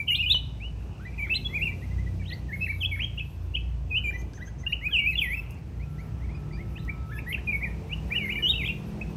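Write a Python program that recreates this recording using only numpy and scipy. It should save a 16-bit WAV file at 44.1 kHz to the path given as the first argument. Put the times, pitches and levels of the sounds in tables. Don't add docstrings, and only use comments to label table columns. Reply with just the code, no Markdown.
import sys
import numpy as np
from scipy import signal
from scipy.fft import rfft, irfft, next_fast_len
from scipy.io import wavfile
from scipy.ndimage import uniform_filter1d, map_coordinates

SR = 44100
rng = np.random.default_rng(int(sys.argv[2]) if len(sys.argv) > 2 else 0)


def linear_from_db(decibels):
    return 10 ** (np.asarray(decibels, float) / 20)


def file_out(sig):
    cols = np.atleast_2d(sig).T
    lim = np.clip(cols, -1, 1)
    pcm = np.round(lim * 32767).astype(np.int16)
    wavfile.write(sys.argv[1], SR, pcm)


N = 403956
T = np.arange(N) / SR


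def unit(x):
    return x / np.sqrt(np.mean(x ** 2) + 1e-20)


def along(points, hz):
    f, v = np.transpose(points)
    return np.interp(np.log(hz + 1), np.log(f + 1), v)


def curves(rows, t=T):
    s, *cols = np.transpose(rows)
    return [np.interp(t, s, c) for c in cols]


def wobble(rate):
    t = T[::64]
    knots = rng.standard_normal(int(N * rate / SR) + 4)
    return np.interp(T, t, map_coordinates(knots, [t * rate]))


def filtered(x, response):
    m = next_fast_len(N + 8192)
    return irfft(rfft(x, m) * response(np.fft.rfftfreq(m, 1 / SR)), m)[:N]


def rush(spectrum, patchy_db):
    z = signal.stft(rng.standard_normal(N), nperseg=512)[2]
    field = uniform_filter1d(rng.standard_normal(z.shape), size=6, axis=0)
    field = uniform_filter1d(field, size=14, axis=1)
    noise = signal.istft(z * linear_from_db(patchy_db * unit(field)), nperseg=512)[1][:N]
    return unit(filtered(noise, lambda hz: linear_from_db(along(spectrum, hz))))


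def bulbuls(edge=0.003, glide=0.0027, release=0.0058, top_hz=8800):
    # t/s, f/Hz, rms level/dB
    notes = [
        [(0.0, 2290, -10), (0.006, 2344, -29.5), (0.018, 2323, -33.5)],
        [(0.069, 3100, -65), (0.073, 2910, -43), (0.078, 2860, -35), (0.082, 2800, -27), (0.091, 2660, -31),
         (0.097, 2540, -32), (0.099, 2610, -32)],
        [(0.081, 3130, -27), (0.087, 3050, -23.5), (0.097, 2980, -24), (0.102, 2910, -24), (0.108, 2880, -19.5),
         (0.112, 2824, -26), (0.12, 2870, -26.5), (0.144, 2770, -26), (0.15, 3060, -22.5), (0.159, 3800, -23),
         (0.162, 3640, -44)],
        [(0.105, 2140, -45), (0.109, 2056, -37), (0.115, 2200, -38), (0.133, 2400, -30)],
        [(0.147, 2430, -34), (0.174, 2410, -46), (0.184, 2500, -32.5), (0.208, 2820, -22.5), (0.221, 2910, -26)],
        [(0.162, 4170, -33), (0.169, 4000, -45), (0.178, 4150, -34)],
        [(0.227, 2560, -28), (0.232, 2520, -28), (0.242, 2430, -30), (0.253, 2490, -25)],
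        [(0.259, 2730, -28), (0.266, 2975, -25), (0.277, 3040, -29), (0.293, 2720, -28)],
        [(0.293, 3330, -35), (0.302, 3430, -21), (0.314, 3730, -16.5), (0.322, 3890, -18), (0.325, 4190, -23),
         (0.326, 4230, -27), (0.332, 3500, -19), (0.339, 3200, -37), (0.34, 3200, -35), (0.346, 3080, -21),
         (0.352, 2930, -21.5), (0.376, 3000, -24.5)],
        [(0.305, 2630, -33), (0.322, 2610, -29)],
        [(0.602, 2210, -51), (0.627, 2610, -42), (0.648, 2860, -41.5), (0.669, 2975, -42.5), (0.691, 2960, -47)],
        [(0.998, 1250, -46), (1.005, 1426, -59), (1.011, 1500, -52.5), (1.012, 1486, -53), (1.049, 1670, -61),
         (1.051, 1830, -51), (1.055, 1890, -43), (1.064, 2046, -43), (1.069, 2000, -42), (1.075, 1980, -46)],
        [(1.067, 2420, -62), (1.082, 2350, -46), (1.101, 2350, -53)],
        [(1.178, 2500, -50.5), (1.187, 2510, -37), (1.197, 2340, -32.5), (1.206, 2250, -34), (1.214, 2295, -34),
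         (1.223, 2342, -34), (1.233, 2330, -29.5), (1.245, 2270, -32), (1.25, 2140, -35), (1.254, 2110, -39),
         (1.259, 2050, -44), (1.263, 1960, -41), (1.268, 1830, -55), (1.271, 1460, -49)],
        [(1.178, 2090, -53), (1.19, 2000, -47)],
        [(1.27, 1510, -48), (1.285, 1100, -64), (1.287, 1350, -60), (1.295, 1900, -43)],
        [(1.295, 2026, -38), (1.301, 2420, -32), (1.305, 2584, -27), (1.319, 2673, -24.5), (1.336, 2600, -23),
         (1.344, 3100, -27), (1.348, 2970, -44)],
        [(1.345, 3270, -31), (1.35, 3780, -35), (1.357, 4000, -25), (1.368, 4166, -27.5), (1.372, 4090, -29),
         (1.375, 4000, -35)],
        [(1.355, 1990, -55), (1.37, 2130, -46), (1.39, 2190, -53)],
        [(1.374, 3940, -29), (1.378, 3100, -35)],
        [(1.447, 3340, -39), (1.461, 3382, -29), (1.474, 3360, -30)],
        [(1.492, 1940, -55), (1.519, 2100, -46)],
        [(1.522, 2220, -63), (1.528, 2060, -44), (1.537, 2145, -37), (1.555, 2424, -28), (1.565, 2500, -28),
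         (1.571, 2380, -28), (1.576, 2375, -30), (1.58, 2240, -31), (1.589, 2130, -40), (1.592, 2100, -42),
         (1.598, 2070, -38), (1.603, 2070, -49), (1.61, 2210, -33), (1.622, 2600, -27), (1.631, 2746, -24.5),
         (1.64, 2807, -27), (1.651, 2825, -35), (1.658, 2720, -27), (1.664, 2730, -32), (1.681, 2360, -26.5),
         (1.685, 2370, -38), (1.702, 2310, -30)],
        [(1.71, 1940, -51), (1.735, 2100, -50)],
        [(1.817, 1820, -65), (1.824, 1905, -49), (1.847, 2167, -48)],
        [(1.908, 1980, -56), (1.916, 2000, -50), (1.938, 2100, -57)],
        [(1.981, 1920, -53), (1.993, 2000, -45), (2.014, 2115, -56)],
        [(2.064, 1920, -53), (2.079, 1984, -42.5), (2.092, 1980, -62)],
        [(2.196, 2380, -54), (2.203, 2350, -52), (2.221, 2280, -52), (2.231, 2220, -49.5)],
        [(2.215, 1970, -50), (2.224, 1590, -57)],
        [(2.236, 2602, -58), (2.247, 3100, -54)],
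        [(2.248, 2220, -58), (2.261, 3010, -47), (2.276, 3480, -55)],
        [(2.276, 3760, -60), (2.282, 3710, -43), (2.294, 3980, -50), (2.299, 4170, -40), (2.302, 4130, -38)],
        [(2.291, 1940, -57), (2.314, 1865, -44.5), (2.329, 1990, -38), (2.341, 2090, -41)],
        [(2.303, 3830, -44), (2.308, 2600, -40)],
        [(2.312, 2280, -44), (2.322, 3550, -44), (2.335, 4400, -40.5), (2.346, 4650, -52)],
        [(2.486, 1830, -55), (2.493, 1860, -45), (2.513, 1660, -47), (2.534, 2150, -33), (2.541, 2213, -33.5),
         (2.553, 2130, -36), (2.562, 2195, -43)],
        [(2.556, 2010, -42), (2.562, 1500, -52)],
        [(2.598, 2580, -61), (2.604, 2400, -58), (2.61, 2600, -37), (2.616, 2570, -30), (2.633, 2600, -28),
         (2.639, 2675, -30), (2.646, 2640, -25), (2.653, 2690, -47)],
        [(2.654, 2920, -55), (2.664, 2500, -31), (2.672, 1880, -36)],
        [(2.673, 1480, -60), (2.683, 1900, -38), (2.689, 2120, -37), (2.698, 2280, -30.5), (2.707, 2350, -27.5),
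         (2.718, 2150, -36), (2.725, 2280, -41)],
        [(2.722, 1920, -38), (2.73, 1410, -66)],
        [(2.802, 3570, -58), (2.812, 3360, -34), (2.817, 3190, -31), (2.827, 3010, -30), (2.832, 2730, -32),
         (2.836, 2610, -25.5), (2.845, 2540, -30), (2.85, 2720, -39)],
        [(2.85, 3030, -13), (2.853, 3190, -34), (2.859, 3360, -23.5), (2.863, 3340, -24), (2.867, 3343, -41)],
        [(2.914, 2360, -35), (2.93, 2217, -29.5), (2.942, 2167, -34), (2.954, 2220, -35), (2.959, 2310, -29)],
        [(2.96, 2020, -38), (2.966, 1640, -52), (2.973, 1250, -60)],
        [(2.974, 1900, -49), (2.982, 1200, -54)],
        [(2.986, 1530, -56), (2.995, 1970, -35.5), (2.999, 2270, -31), (3.004, 2410, -30.5), (3.011, 2720, -28),
         (3.016, 2860, -51), (3.02, 2915, -24), (3.026, 3030, -35), (3.037, 3230, -32), (3.041, 3210, -35),
         (3.047, 3190, -22), (3.052, 3340, -38)],
        [(3.173, 2500, -55), (3.178, 2730, -38), (3.184, 2830, -30), (3.19, 3020, -39), (3.194, 3430, -38),
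         (3.197, 2930, -36), (3.2, 2190, -34), (3.201, 2450, -40), (3.205, 2650, -34), (3.213, 2600, -30.5),
         (3.221, 2600, -42)],
        [(3.537, 2610, -55), (3.543, 2800, -39), (3.549, 2830, -32), (3.555, 3000, -21), (3.559, 3370, -32),
         (3.562, 2880, -43), (3.565, 2170, -41), (3.566, 2400, -38), (3.569, 2630, -30), (3.578, 2610, -31.5),
         (3.587, 2680, -49)],
        [(3.899, 2800, -63), (3.903, 2600, -52), (3.914, 2565, -32), (3.92, 2500, -31.5), (3.938, 2463, -32),
         (3.953, 2580, -25.5), (3.979, 3050, -23), (3.991, 3010, -33)],
        [(4.041, 2466, -31), (4.078, 2324, -31.5), (4.098, 2402, -27.5), (4.107, 2370, -32)],
        [(4.102, 2300, -49), (4.114, 1490, -45)],
        [(4.126, 1700, -53), (4.14, 1980, -41), (4.164, 1983, -36), (4.171, 1915, -73)],
        [(4.334, 1480, -58), (4.345, 1740, -55)],
        [(4.375, 1918, -51), (4.39, 1504, -54), (4.396, 1425, -61), (4.413, 1650, -45), (4.416, 1880, -50),
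         (4.428, 1975, -38.5), (4.436, 1970, -43)],
        [(4.475, 1574, -49), (4.49, 1680, -53)],
        [(4.632, 2030, -59), (4.641, 1980, -42), (4.648, 2002, -65)],
        [(4.655, 1580, -53), (4.665, 1550, -55), (4.68, 1770, -52)],
        [(4.662, 2600, -62), (4.666, 2770, -26.5), (4.677, 2860, -24.5), (4.681, 2730, -33)],
        [(4.695, 1886, -49), (4.715, 1836, -57), (4.721, 2030, -47), (4.725, 2310, -37)],
        [(4.72, 1966, -64), (4.725, 2460, -29), (4.732, 2830, -20), (4.738, 2964, -27), (4.749, 2960, -46)],
        [(4.812, 1870, -48), (4.822, 2020, -44), (4.87, 2540, -24.5), (4.879, 2470, -31), (4.882, 2300, -38)],
        [(4.883, 2200, -47), (4.89, 1510, -56), (4.897, 1290, -51), (4.905, 1600, -61), (4.909, 1610, -59),
         (4.916, 1660, -44), (4.925, 1650, -47)],
        [(4.907, 3420, -56), (4.916, 3300, -37), (4.922, 3200, -46), (4.927, 3226, -31), (4.936, 3090, -23),
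         (4.957, 2740, -21.5), (4.975, 2480, -23), (4.981, 2520, -30), (4.987, 2730, -23), (4.993, 2800, -17.5),
         (5.008, 2930, -38)],
        [(4.99, 2390, -34), (4.997, 2320, -29), (5.006, 2310, -27), (5.014, 2270, -30.5), (5.047, 2260, -32.5),
         (5.064, 2390, -23), (5.07, 2390, -26), (5.075, 2550, -18.5), (5.082, 2573, -24), (5.106, 2574, -26)],
        [(5.108, 2700, -28), (5.118, 2350, -38.5), (5.13, 2080, -41)],
        [(5.131, 2090, -40), (5.145, 1940, -48), (5.151, 2000, -44), (5.154, 2250, -48)],
        [(5.156, 2778, -19.5), (5.168, 2890, -45)],
        [(5.165, 3400, -49), (5.183, 3470, -24), (5.187, 3370, -26), (5.193, 3120, -19), (5.201, 2850, -32),
         (5.205, 2810, -50), (5.207, 2900, -42), (5.211, 2860, -36), (5.222, 2500, -20), (5.232, 2275, -31),
         (5.241, 2183, -27.5), (5.25, 2030, -34.5), (5.274, 1920, -34), (5.295, 1960, -35),
         (5.308, 2037, -33.5), (5.341, 2390, -29), (5.353, 2630, -29)],
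        [(5.371, 2654, -34), (5.388, 2630, -36), (5.401, 2630, -29)],
        [(5.57, 2060, -61), (5.59, 2500, -59)],
        [(5.796, 1960, -57), (5.838, 2550, -52.5), (5.847, 2410, -70)],
        [(5.983, 1910, -53), (6.001, 2140, -52), (6.016, 2350, -51)],
        [(6.203, 1800, -63), (6.233, 2100, -54), (6.236, 2140, -62), (6.25, 2280, -50), (6.256, 2130, -63)],
        [(6.289, 1950, -52), (6.302, 2200, -55), (6.307, 2000, -60)],
        [(6.3, 2120, -56), (6.325, 2530, -56)],
        [(6.344, 2250, -58), (6.352, 2500, -48.5), (6.38, 2400, -61)],
        [(6.51, 1924, -53), (6.522, 2200, -55)],
        [(6.524, 2410, -64), (6.536, 2260, -47), (6.542, 2500, -62), (6.543, 2320, -49), (6.566, 2450, -53)],
        [(6.57, 1690, -58), (6.607, 2140, -47), (6.618, 2200, -45)],
        [(6.754, 2390, -56), (6.763, 2530, -43), (6.774, 2820, -45.5), (6.78, 3160, -44)],
        [(6.778, 2100, -53), (6.785, 1715, -44)],
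        [(6.789, 3630, -51), (6.795, 3630, -52), (6.798, 4020, -58), (6.81, 4010, -55)],
        [(6.874, 2164, -62), (6.881, 1920, -44), (6.887, 1870, -40), (6.893, 2180, -36), (6.898, 2330, -29),
         (6.904, 2360, -35), (6.907, 2270, -37)],
        [(7.095, 1300, -50), (7.113, 1510, -53), (7.115, 1580, -51), (7.122, 1700, -40), (7.13, 1780, -48),
         (7.163, 1670, -43), (7.185, 1790, -47), (7.19, 1840, -47)],
        [(7.122, 2020, -55), (7.142, 2460, -53)],
        [(7.164, 2370, -62), (7.169, 2610, -56), (7.179, 2550, -51), (7.19, 2696, -39), (7.193, 2610, -45)],
        [(7.19, 2170, -30.5), (7.197, 2720, -45), (7.202, 2420, -46), (7.205, 2400, -49)],
        [(7.261, 1620, -47), (7.267, 1790, -46), (7.276, 1925, -38), (7.288, 1960, -36), (7.302, 2000, -37),
         (7.308, 2120, -39), (7.312, 2110, -32), (7.318, 2190, -39), (7.323, 2180, -34), (7.33, 2780, -36),
         (7.332, 2670, -47)],
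        [(7.327, 3120, -53), (7.329, 3130, -26), (7.335, 2780, -39), (7.339, 2740, -37), (7.347, 2750, -24),
         (7.351, 2410, -25), (7.354, 2150, -33)],
        [(7.355, 1870, -50), (7.36, 1430, -57)],
        [(7.372, 1450, -57), (7.388, 1860, -41)],
        [(7.473, 2490, -31.5), (7.493, 2390, -25.5), (7.508, 2402, -30), (7.511, 2410, -20)],
        [(7.522, 2650, -28), (7.525, 2350, -32), (7.534, 2290, -24), (7.538, 2200, -33), (7.549, 2222, -24.5),
         (7.562, 2228, -28), (7.571, 2240, -32)],
        [(7.6, 1800, -75), (7.611, 1880, -45)],
        [(7.612, 1934, -40), (7.621, 2040, -40), (7.627, 2100, -33), (7.633, 2283, -31), (7.646, 2450, -27),
         (7.651, 2210, -29), (7.655, 1980, -37), (7.661, 1960, -37), (7.667, 1910, -41), (7.684, 1822, -40)],
        [(7.895, 2240, -52), (7.913, 2350, -41), (7.924, 2590, -39), (7.932, 2820, -28), (7.941, 2960, -34),
         (7.944, 2950, -36)],
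        [(8.101, 1780, -53), (8.107, 1856, -41), (8.115, 2220, -36), (8.127, 2403, -24), (8.134, 2396, -31),
         (8.139, 2560, -35), (8.143, 2620, -40), (8.159, 2805, -26.5), (8.165, 2903, -23), (8.174, 2990, -29),
         (8.185, 2734, -23), (8.191, 2510, -37), (8.201, 2380, -35.5), (8.225, 2235, -33), (8.236, 2230, -33),
         (8.239, 2220, -37), (8.245, 2160, -28.5), (8.251, 2090, -32), (8.255, 2150, -35), (8.27, 2100, -30)],
        [(8.136, 2110, -46), (8.161, 1810, -37)],
        [(8.255, 1820, -50), (8.275, 1450, -61)],
        [(8.278, 2124, -32), (8.285, 2036, -37), (8.288, 1805, -39), (8.291, 2075, -35), (8.299, 2155, -26),
         (8.303, 2370, -28.5), (8.317, 2750, -34)],
        [(8.32, 2370, -29), (8.327, 2370, -34), (8.332, 2320, -33)],
        [(8.321, 2860, -29), (8.327, 2930, -35), (8.333, 2880, -25)],
        [(8.356, 2790, -31), (8.361, 2870, -41), (8.373, 2970, -36)],
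        [(8.357, 2130, -26), (8.364, 2290, -33), (8.378, 2340, -32), (8.384, 2396, -28), (8.39, 2260, -35)],
        [(8.39, 1830, -36), (8.396, 1800, -47), (8.412, 1785, -39)],
        [(8.424, 3010, -32), (8.432, 2940, -26), (8.444, 2873, -22.5), (8.454, 2906, -21.5),
         (8.472, 3100, -23.5), (8.484, 3400, -31), (8.499, 3700, -20), (8.508, 3763, -18), (8.517, 3810, -28)],
        [(8.513, 3470, -42), (8.522, 3120, -20)],
        [(8.537, 2740, -24), (8.547, 2660, -34), (8.55, 2700, -35), (8.563, 2964, -30), (8.578, 2980, -39),
         (8.581, 2830, -28), (8.587, 2690, -34), (8.601, 2570, -33.5), (8.623, 2220, -31), (8.631, 2050, -48),
         (8.637, 2075, -27), (8.643, 2220, -36), (8.649, 2500, -27), (8.653, 2950, -38), (8.664, 3360, -32),
         (8.668, 3660, -39), (8.673, 3620, -51), (8.677, 3320, -27), (8.682, 2860, -32)],
        [(8.659, 2230, -46), (8.664, 2360, -30), (8.671, 2440, -36), (8.677, 2604, -38), (8.683, 2700, -40),
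         (8.691, 2615, -23), (8.694, 2500, -35)],
        [(8.692, 2760, -41), (8.697, 2720, -26.5), (8.703, 2770, -31), (8.712, 2820, -39), (8.713, 2760, -40)],
        [(8.701, 2430, -34), (8.706, 2480, -33), (8.71, 2420, -31), (8.715, 2500, -34)],
        [(9.01, 2070, -44), (9.013, 2280, -41), (9.016, 2594, -32), (9.036, 2530, -43)],
    ]
    # 2nd level/dB, 3rd level/dB, against the softened swell below
    overtone_levels = [(-46, -41), (-46, -52), (-40.5, -43), (-48, -22.5), (-38, -46), (-15, -44),
                       (-32, -37), (-53, -50), (-34, -53), (-37, -33), (-35, -44), (-20, -30), (-35, -33),
                       (-47, -36), (-26, -25), (-29, -24), (-43, -42), (-23.5, -50), (-30, -50), (-49, -50),
                       (-38, -52), (-24, -26), (-40, -36), (-27, -29), (-23, -28), (-23, -22), (-26, -27),
                       (-33, -33), (-24, -42), (-22, -23), (-31, -40), (-25, -40), (-37, -36), (-30, -36),
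                       (-50, -33), (-50, -50), (-34, -37), (-27, -50), (-33, -50), (-51, -50), (-39, -43),
                       (-22, -29), (-31, -50), (-52, -53), (-47, -54), (-50, -35), (-26, -24), (-34, -55),
                       (-42, -41), (-48, -50), (-41, -50), (-43, -29), (-50, -50), (-25, -23), (-30, -40),
                       (-17, -25), (-9, -25), (-26, -41.5), (-23, -55), (-42, -54), (-11, -18), (-48, -50),
                       (-38, -37), (-34, -50), (-42, -35.5), (-46, -54), (-32, -30), (-7, -37), (-46, -48),
                       (-40, -40), (-28, -38), (-9, -35), (-20, -33), (-15, -15), (-24, -28), (-20, -28),
                       (-25, -28), (-11, -40), (-50, -52), (-5, -50), (-36, -30), (-40, -38), (-19, -25),
                       (-22, -27), (-44, -50), (-18, -38), (-50, -28), (-20, -38), (-50, -47), (-29, -42),
                       (-47, -45), (-33, -45), (-21, -50), (-48, -51), (-52, -54), (-50, -50), (-44, -45),
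                       (-42, -46), (-38, -40), (-31, -46), (-50, -26), (-35, -38), (-34, -26), (-47, -46),
                       (-39, -50), (-46, -46), (-27, -33), (-34, -55), (-46, -50), (-42, -41), (-35, -31),
                       (-44, -47), (-50, -63), (-41, -42)]
    out = np.zeros(N + SR)
    for note, overtones in zip(notes, overtone_levels):
        start = max(note[0][0] - edge, 0)
        t = np.arange(start, note[-1][0] + release, 1 / SR)
        smooth = int(glide * SR) + 1
        hz, db = (uniform_filter1d(c, size=smooth, mode="nearest") for c in curves(note, t))
        fade = np.clip(np.minimum((t - t[0]) / edge, (t[-1] - t) / release) / 2, 0, 1)
        phase = 2 * np.pi * np.cumsum(hz) / SR
        tone = linear_from_db(db) * np.sin(phase)
        under_db = db.max() - 3 + 0.6 * (db - db.max())
        for k, level in zip(range(2, 4), overtones):
            rolloff = 1 / (1 + (k * hz / top_hz) ** 20)
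            tone += linear_from_db(under_db + level) * rolloff * np.sin(k * phase)
        out[round(start * SR):][:len(t)] += np.sqrt(2) * np.sin(fade * np.pi / 2) ** 2 * tone
    return out[:N]


def wing_flaps(t60=0.02, octaves=0.99):
    # t/s, level/dB (halved in the burst below), centre f/Hz
    flaps = [(0.346, -29.5, 789), (4.217, -46, 4870), (4.334, -42.5, 4000), (5.508, -44, 8000),
             (5.543, -53, 5900), (6.85, -49, 5560)]
    out, t = np.zeros(N), np.arange(1024) / SR
    hz = np.fft.rfftfreq(len(t), 1 / SR) + 1
    for s, db, centre_hz in flaps:
        band = np.exp(-(np.log2(hz / centre_hz) / octaves) ** 2)
        burst = irfft(rfft(rng.standard_normal(len(t))) * band)
        out[round(s * SR):][:len(t)] += linear_from_db(db - 60 * t / t60) * unit(burst) / 2
    return out


def far_bird(length=0.072, flick_hz=900, rough=0.13):
    # t/s (at 60 % of the chip), f/Hz before the flick, peak level/dB
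    chips = [(4.205, 6230, -53.5), (4.365, 6120, -52.5), (4.48, 6200, -52.5), (4.612, 6150, -55)]
    out, u = np.zeros(N), np.arange(int(length * SR)) / (length * SR)
    for s, hz, db in chips:
        glide = 2 * np.pi * np.cumsum(hz + flick_hz * u ** 6) / SR
        husk = np.cumsum(rng.normal(0, rough, len(u)))
        swell = np.sin(np.pi * u ** 1.13) ** 2
        out[round((s - length * 0.6) * SR):][:len(u)] += linear_from_db(db) * swell * np.sin(glide + husk)
    return out


def yard(x, tail_db, far_db, onset=0.016):
    # f/Hz, near walls t60/s, far walls t60/s
    decay = [(1200, .22, .7), (2500, 0.17, 0.73), (4000, 0.13, 0.58), (9000, 0.17, 0.35)]
    # delay t/s, level/dB
    walls = [(.012, -14), (.047, -27.5), (.062, -25.5), (0.124, -34), (.146, -35.5)]
    out = np.zeros(N + SR)
    hop = SR // 4
    band_hz, near_t60, far_t60 = np.transpose(decay)
    for start in range(0, N + hop, hop):
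        hz, t, z = signal.stft(rng.standard_normal(SR // 2), SR, nperseg=256)
        near, far = (linear_from_db(-60 * t / np.interp(hz, band_hz, t60)[:, None]) for t60 in (near_t60, far_t60))
        tail = signal.istft(z * (near + linear_from_db(far_db) * far), SR, nperseg=256)[1]
        tail *= 1 - np.exp(-np.arange(len(tail)) / (onset * SR))
        tail *= linear_from_db(tail_db) / np.linalg.norm(tail)
        for delay, db in walls:
            tail[round(delay * SR)] += linear_from_db(db)
        first = max(start - hop, 0)
        window = np.hanning(2 * hop)[max(hop - start, 0):][:N - first]
        wet = signal.fftconvolve(x[first:start + hop] * window, tail)
        out[first:][:len(wet)] += wet
    return out[:N]


def far_song(spread_hz=180):
    # t/s, centre f/Hz, rms level/dB
    song_path = [(.7, 2700, -78), (.8, 2680, -63), (.97, 2770, -56), (1.05, 2500, -67), (1.15, 2360, -53),
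                 (1.23, 2980, -56), (1.33, 3650, -65), (1.4, 3675, -84), (2.55, 4000, -87),
                 (2.63, 4000, -64), (2.73, 4120, -60), (2.77, 3900, -62), (2.82, 3798, -80),
                 (5.38, 2670, -81), (5.43, 2660, -53), (5.53, 2670, -57.5), (5.68, 2685, -82),
                 (6.78, 3830, -78), (6.84, 3900, -61), (6.9, 3700, -80)]
    hz, db = curves(song_path)
    blur = rush([(1, 0), (spread_hz, -3), (3 * spread_hz, -30), (6 * spread_hz, -120)], patchy_db=2.0)
    return np.sqrt(2) * linear_from_db(db) * blur * np.sin(2 * np.pi * np.cumsum(hz) / SR)


def drone(track, orders, drift, sway_db):
    hz, db = curves(track)
    phase = 2 * np.pi * np.cumsum(hz) / SR
    inside = np.clip(np.minimum(T - track[0][0], track[-1][0] - T) / 0.082 + 1, 0, 1)
    lines = np.zeros(N)
    for k, level in orders:
        gain = linear_from_db(level + sway_db * wobble(5))
        lines += gain * np.sin(k * phase + drift * np.sqrt(k) * wobble(4))
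    return np.sqrt(2) * linear_from_db(db) * inside * lines


def engines():
    # t/s, firing rate f/Hz, base level/dB
    slowing, speeding, idling = [(0, 36.63, -58), (.5, 35.14, -46), (1.3, 32.27, -50.5), (2, 30.8, -40),
                                 (3, 28.91, -45.5), (3.7, 28.17, -46.5), (4.6, 26.75, -53)], [(5.6, 36, -54.5), (6.5, 37.93, -45), (7.3, 39.23, -47),
                                                  (8.2, 40.6, -40.5), (9.16, 41.5, -42)], [(0, 28.21, -37), (1, 28.29, -42),
                                                                    (2.2, 30, -42), (3.5, 29.02, -37),
                                                                    (5, 28.96, -43), (6.3, 30.11, -41),
                                                                    (7.8, 29.62, -40.5), (9.16, 29.64, -48)]
    # multiple of the firing rate, level/dB against the base, before the sway
    slowing_orders = [(3, 2.5), (4, -0.5), (5, -4), (6, -8.5), (7, -15.5), (8, -17), (11, -19.5), (17, -27)]
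    speeding_orders = [(3, -6), (4, -1), (5, -6.5), (8, -25), (9, -17), (11, -17.5), (12, -23)]
    idling_orders = [(2, 0.5), (3, -6), (4, -10), (7, -26.5)]
    slower = drone(slowing, slowing_orders, drift=0.58, sway_db=3.5)
    faster = drone(speeding, speeding_orders, drift=0.63, sway_db=4)
    idle = drone(idling, idling_orders, drift=0.65, sway_db=3.0)
    return slower + faster + idle


def whine():
    # t/s, guide f/Hz (it sounds at 0.99 of this), level/dB before the sway
    whine_path = [(4.7, 1325, -81), (4.82, 1325, -62), (5, 1299, -86), (5.4, 1364, -66), (5.7, 1392, -75),
                  (6, 1343, -67), (6.6, 1322, -65.5), (7.1, 1320, -57), (7.3, 1287, -69)]
    return drone(whine_path, [(0.99, 0)], drift=4.0, sway_db=3.0)


def road():
    # t/s, rumble level/dB, roar level/dB and hiss level/dB before their trims
    road_levels = [(0.0, -40, -54, -68.5), (0.71, -40, -52, -69), (1.07, -43, -51, -68),
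                   (1.71, -38, -49.5, -65), (3.06, -44.5, -53, -69), (3.85, -38.5, -52.5, -70.5),
                   (4.33, -41, -50, -71), (4.39, -38.5, -51, -71.5), (4.97, -38.5, -51.5, -70),
                   (5.1, -36.5, -53.5, -69), (5.51, -38, -50, -71), (5.92, -38.5, -51, -70),
                   (6.1, -36, -49, -69), (7.06, -36, -49.5, -69), (8.14, -38.5, -46, -64),
                   (8.47, -36, -47, -64.5), (9.16, -36, -46, -64.5)]
    # f/Hz, relative level/dB per Hz
    rumble_colour, roar_colour, hiss_colour = [(30, -33.5), (40, -21), (50, 3), (62, 7.5), (75, 0),
                                               (100, 0), (160, -3), (210, -15), (300, -23), (400, -63)], [(120, -27), (200, 1), (228, -3.5),
                                                               (339, -4.5), (503, -11.5), (894, -15.5),
                                                               (1300, -22), (2220, -26), (3500, -37.5),
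                                                               (4550, -52.5), (7700, -120)], [(1470, -26.5), (2500, 5),
                                                                             (3080, -2), (3350, -4),
                                                                             (5070, -5), (6150, -5.5),
                                                                             (7110, -10), (9530, -10),
                                                                             (11400, -29), (15700, -24)]
    rumble_db, roar_db, hiss_db = curves(road_levels)
    rumble = linear_from_db(rumble_db) * rush(rumble_colour, patchy_db=-0.1)
    roar = linear_from_db(roar_db + 0.51) * rush(roar_colour, patchy_db=1.56)
    leaves = linear_from_db(hiss_db + 4.5) * rush(hiss_colour, patchy_db=0.6)
    return rumble + roar + leaves


def flicker(patchy_db=2.0):
    # t/s, lower band level/dB, upper band level/dB, both before the wobble
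    treble_levels = [(0.0, -56, -71), (0.05, -73, -81), (0.1, -60, -53), (0.12, -46, -52.5),
                     (0.2, -64, -69), (0.28, -64, -59), (0.3, -49, -62.5), (0.43, -83, -91.5),
                     (1.15, -80, -83), (1.22, -60, -68), (1.28, -72, -78), (1.33, -64, -56),
                     (1.38, -66, -78.5), (1.43, -76, -74.5), (1.6, -63.5, -67), (1.84, -76, -79),
                     (2.27, -79, -82), (2.32, -63, -76), (2.45, -84, -79), (2.55, -61, -69),
                     (2.73, -64, -79), (2.85, -63, -59), (2.88, -83, -75), (2.93, -54, -77),
                     (3.09, -85, -77), (3.34, -69.5, -76), (3.88, -102.5, -82), (3.95, -66, -67),
                     (4.0, -82, -82), (4.06, -63.5, -77), (4.31, -80, -83), (4.44, -73, -77),
                     (4.57, -94, -99), (4.72, -65.5, -68), (4.8, -89, -85), (4.85, -62.5, -69),
                     (4.95, -76, -63.5), (5.07, -57.5, -64), (5.18, -70, -62), (5.23, -49.5, -58),
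                     (5.28, -61, -80), (5.33, -55, -68), (5.38, -63, -61), (5.49, -81, -84),
                     (5.51, -66, -72), (5.61, -87, -86), (5.99, -75, -76), (6.38, -85, -89),
                     (6.89, -72, -72), (7.02, -86, -80), (7.19, -61, -72), (7.24, -83, -84),
                     (7.3, -54, -81), (7.35, -63, -71), (7.42, -78, -85), (7.53, -57, -72), (7.8, -78, -79),
                     (8.06, -75, -74), (8.14, -62, -62.5), (8.21, -69, -70.5), (8.27, -60, -64.5),
                     (8.42, -65, -67), (8.47, -79, -58), (8.49, -52, -59), (8.57, -71, -69.5),
                     (8.65, -61, -63), (8.8, -75, -78), (9.16, -76, -78.5)]
    lower_db, upper_db = curves(treble_levels)
    lower = rush([(9600, -120), (10300, -3), (11000, -1), (13200, -3), (13900, -27), (14500, -120)], patchy_db)
    upper = rush([(12000, -120), (12700, -27.5), (13400, -4), (14500, 11), (15800, -8)], patchy_db)
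    return linear_from_db(lower_db + 2.9 * wobble(25)) * lower + linear_from_db(upper_db + 2.5 * wobble(25)) * upper


def scene():
    near = bulbuls() + wing_flaps() + far_bird()
    echoes = yard(near, tail_db=-10.5, far_db=-18.5)
    traffic = engines() + whine() + road()
    return (near + echoes + far_song() + traffic + flicker())[None]


def top_cut(x):
    return signal.sosfilt(signal.butter(12, 16400, fs=SR, output="sos"), x)


def record(dry):
    def response(hz):
        dip_db = -5 * np.exp(-((hz - 9300) / 550) ** 4)
        return linear_from_db(dip_db) * (hz < 15830)

    dull = filtered(dry[0], response)
    return top_cut(dull[None])


dry = scene()
out = record(dry)
file_out(out)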